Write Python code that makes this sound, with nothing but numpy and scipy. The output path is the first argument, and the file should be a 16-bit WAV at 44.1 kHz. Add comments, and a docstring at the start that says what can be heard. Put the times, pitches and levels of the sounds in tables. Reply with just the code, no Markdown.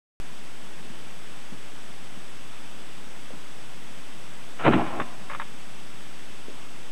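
"""On a laboratory bench, a clump of guncotton is lit with a splint and flashes off in one low whoosh.
Its fibres fizz, the flame roars, pockets of gas pop, and the fireball swells with a low boom.
Soft steps come before and after it, over a low rumble of ventilation. A small camera stands close by:
its iris clicks after the glare, and its microphone cuts off the treble and adds a hiss and a whine."""
import sys
import numpy as np
from scipy import signal
from scipy.fft import rfft, irfft
from scipy.io import wavfile
from scipy.ndimage import uniform_filter1d

SR = 44100
rng = np.random.default_rng(int(sys.argv[2]) if len(sys.argv) > 2 else 0)


def int16_out(signal):
    """Quantize to a 16-bit WAV file."""
    q = np.round(np.clip(np.atleast_2d(signal).T, -1, 1) * 32767)
    wavfile.write(sys.argv[1], SR, q.astype(np.int16))


N = 304731
T = np.arange(N) / SR

# flares, as one tuft after another catches and the last scraps burn out:
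# t/s, hold/s, roar level/dB, boom level/dB, fizz level/dB
FLARES = [(4.597, .02, -35, -44, -37), (4.660, .022, -17.5, -17, -23.5), (4.734, .008, -24.5, -18.5, -26),
          (4.785, .03, -27, -30, -38), (4.874, .003, -40, -48, -39), (4.915, .09, -36.5, -39.5, -46)]
FLARE_S, HOLD_S, ROAR_DB, BOOM_DB, FIZZ_DB = np.transpose(FLARES)


def gain(db):
    """Turn decibels into a number to multiply by."""
    return 10 ** (np.asarray(db) / 20)


def unit(x):
    """Scale a sound to an average (rms) level of 1."""
    return x / np.sqrt(np.mean(x ** 2))


def steady(x, span_s):
    """Even out the level to 1 over a short span, keeping the finer grain."""
    return x / np.sqrt(uniform_filter1d(x ** 2, int(span_s * SR)) + 1e-12)


def colour(x, points):
    """Shape the tone along a curve of (f/Hz, level/dB) points that falls away beyond its ends."""
    hz, db = np.transpose(points)
    f = np.maximum(np.fft.rfftfreq(N, 1 / SR), 1)
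    curve = gain(np.interp(np.log(f), np.log(hz), db))
    roll_off = np.minimum(f / hz[0], 1) ** 2 * np.minimum(hz[-1] / f, 1) ** 4
    return irfft(rfft(x) * curve * roll_off, N)


def band(x, low_hz, high_hz):
    """Keep the part of a sound between two frequencies."""
    return signal.sosfilt(signal.butter(4, [low_hz, high_hz], "bandpass", fs=SR, output="sos"), x)


def die_away(t, fade_s):
    """A fade that drops by 60 dB in fade_s seconds."""
    return np.exp(-np.log(1000) * t / fade_s)


def crackle(per_s, spread_db):
    """Tiny random bursts of very unequal size."""
    bursts = (rng.random(N) < per_s / SR) * rng.standard_normal(N)
    return bursts * gain(spread_db * rng.exponential(size=N))


def add(out, s, sound):
    """Mix a sound in, starting at s seconds."""
    i = int(s * SR)
    out[i:i + len(sound)] += sound[:N - i]


def ventilation():
    """Moving air makes a low, steady rumble."""
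    # tone of the rumble: f/Hz, level/dB
    rumble_tone = [(30, -13.5), (70, -15.5), (115, -2), (200, 1), (320, -4), (500, -11), (1300, -15),
                   (3000, -24.5)]
    return gain(-50) * unit(colour(rng.standard_normal(N), rumble_tone))


def steps():
    """Each step is a dull thud of the floor with a short echo from the room."""
    # soft steps and knocks: t/s, level/dB, brightness/Hz
    footfalls = [(0.896, -33.5, 265), (1.519, -35, 280), (2.17, -37, 251), (3.303, -39, 716),
                 (3.332, -40, 450), (6.479, -36, 550), (6.498, -41, 550)]
    out = np.zeros(N)
    t = np.arange(SR // 2) / SR
    rise = 1 - np.exp(-t / 0.0009)
    fall = np.exp(-t / 0.009) + gain(-18) * np.exp(-t / .08)  # thud, then echo
    for s, db, bright_hz in footfalls:
        thud = band(rng.standard_normal(len(t)), 0.42 * bright_hz, 1.04 * bright_hz)
        add(out, s, gain(db) * steady(thud, span_s=0.017) * rise * fall)
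    return out


def iris_clicks():
    """The iris blades snap from stop to stop; each hit rings the lens housing and chatters briefly."""
    # stops of the iris, closing after the glare and opening again: t/s, level/dB
    blade_stops = [(5.001, -18.5), (5.0155, -22), (5.2985, -23.5), (5.3141, -23), (5.333, -25),
                   (5.348, -23.5), (5.398, -21), (5.4165, -23.5)]
    # ringing tones of the housing: f/Hz, level/dB, time to fade by 60 dB/s
    housing_tones = [(565, -11.5, 0.081), (930, -14, 0.058), (1120, -1, 0.023), (1260, 3.5, 0.014),
                     (1720, -5, 0.028), (2180, -19, 0.083), (2650, -15, .02), (3630, -15.5, 0.03)]
    out = np.zeros(N)
    t = np.arange(SR // 10) / SR
    rise = 1 - np.exp(-t / 0.00039)
    for s, click_db in blade_stops:
        for delay_s, drop_db in ((0, 0), (.0065, -10)):  # the hit and one bounce
            ringing = np.zeros(len(t))
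            for hz, db, fade_s in housing_tones:
                db += 2.6 * rng.standard_normal()  # no two hits sound alike
                hz *= 1 + 0.027 * rng.standard_normal()
                ringing += gain(db) * np.sin(2 * np.pi * hz * t) * die_away(t, fade_s)
            chatter = unit(band(rng.standard_normal(len(t)), 840, 2600)) * np.exp(-t / 0.009)
            click = rise * (0.64 * ringing + gain(-11) * chatter)
            add(out, s + delay_s, gain(click_db + drop_db) * click)
    return band(out, 560, 4300)  # so small a body gives no bass


def flaring(peaks_db, lag_s, rise_s, fall_s, echo_db, echo_s):
    """Loudness of the fire over time: each flare grows, holds, dies quickly and leaves an echo."""
    ignition_s, catch_s = 4.585, .012  # the splint touches; the fibres take this long to catch
    power = np.zeros(N)
    for s, hold_s, db in zip(FLARE_S, HOLD_S, peaks_db):
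        age = T - s - lag_s
        after_hold = np.maximum(age - hold_s, 0)
        rise = np.exp(np.minimum(age, 0) / rise_s)
        echo = gain(echo_db) * die_away(after_hold, echo_s)
        fall = np.maximum(np.exp(-after_hold / fall_s), echo)
        power += (gain(db) * rise * fall) ** 2
    lit = np.clip((T - ignition_s) / catch_s, 0, 1)
    return np.sqrt(power) * lit


def fibre_fizz():
    """Fibres flash in a dense crackle, just ahead of the roar."""
    # tone of the fizz: f/Hz, level/dB
    fizz_tone = [(850, -23), (1150, -9), (1340, 5.5), (1500, -4), (1680, -1.5), (1950, -6), (2400, -4),
                 (2850, -7.5), (3500, -17.5), (4200, -23)]
    fizz = steady(colour(crackle(per_s=6000, spread_db=1.2), fizz_tone), span_s=0.015)
    return fizz * flaring(FIZZ_DB, lag_s=-.003, rise_s=.017, fall_s=.018, echo_db=-13, echo_s=1.12)


def gas_pops():
    """Each pocket of gas goes off at once, sending out one push and one pull of pressure."""
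    # pops: t/s, peak level/dB, time from the middle of the pop to its peak/ms
    gas_pockets = [(4.654, -13.5, 0.33), (4.664, -9.5, 0.33), (4.673, -7.5, 0.37), (4.684, -7, 0.28),
                   (4.691, -9, 0.33), (4.736, -16, 0.15), (4.767, -16, .84), (4.995, -22, .5),
                   (5.000, -13.5, 0.16), (5.014, -24, .7)]
    out = np.zeros(N)
    t = np.arange(-256, 256) / SR
    for s, db, ms in gas_pockets:
        scaled_time = t * 1000 / ms
        add(out, s + t[0], gain(db) * scaled_time * np.exp((1 - scaled_time ** 2) / 2))
    return out


def flame_roar():
    """The swirling gas of the flame roars with each flare."""
    # tone of the roar: f/Hz, level/dB
    roar_tone = [(280, -27), (410, -2), (480, -4), (590, 0), (750, 4), (920, -3.5), (1040, 3), (1200, -6),
                 (1600, -28)]
    roar = steady(colour(crackle(per_s=4000, spread_db=1.6), roar_tone), span_s=0.019)
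    return roar * flaring(ROAR_DB, lag_s=.004, rise_s=.012, fall_s=.007, echo_db=-13, echo_s=1.2)


def fireball_boom():
    """The fireball swells last with a low boom."""
    # low tones that colour the boom: f/Hz, width/Hz, level/dB
    boom_tones = [(126, 18, -3.5), (163, 23, -3.5), (195.6, 14, -0.5), (245, 28, 3), (315, 8.1, 7.5),
                  (356, 11, -1)]
    noise = rng.standard_normal(N)
    coloured = np.zeros(N)
    for hz, width_hz, db in boom_tones:
        coloured += gain(db) * signal.lfilter(*signal.iirpeak(hz, hz / width_hz, fs=SR), noise)
    boom = steady(band(coloured, 72, 363), span_s=0.0306)
    return boom * flaring(BOOM_DB, lag_s=.013, rise_s=.012, fall_s=.034, echo_db=-18, echo_s=1.1)


def scene():
    """Everything that reaches the microphone, in one channel."""
    guncotton = flame_roar() + fibre_fizz() + fireball_boom() + gas_pops()
    return (guncotton + iris_clicks() + steps() + ventilation())[None]


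def record(dry):
    """The microphone cuts the treble, hisses and whines; its steady offset clicks as it switches on."""
    # tone of the hiss: f/Hz, level/dB
    hiss_tone = [(60, -28), (300, 2.5), (1300, 1), (2200, 0), (3500, 0), (4100, -9), (4550, -6), (6300, -8),
                 (8200, -13), (10300, -11.5), (11500, -19.5), (14500, -19.5)]
    # tones of the electronic whine: f/Hz, rms level/dB
    whine_tones = [(2665, -66), (5335, -73), (8000, -62.5), (10664, -80)]
    mic_top_hz, output_top_hz = 3900, 14700
    switch_on_s, offset = 0.2005, -.0645
    muffled = signal.sosfilt(signal.ellip(6, .3, 60, mic_top_hz, fs=SR, output="sos"), dry)
    hiss = gain(-47.5) * unit(colour(rng.standard_normal(N), hiss_tone))
    whine = sum(np.sqrt(2) * gain(db) * np.sin(2 * np.pi * hz * T) for hz, db in whine_tones)
    live = (muffled + hiss + whine + offset) * (T >= switch_on_s)
    return signal.sosfilt(signal.ellip(10, .1, 80, output_top_hz, fs=SR, output="sos"), live)


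dry = scene()
out = record(dry)
int16_out(out)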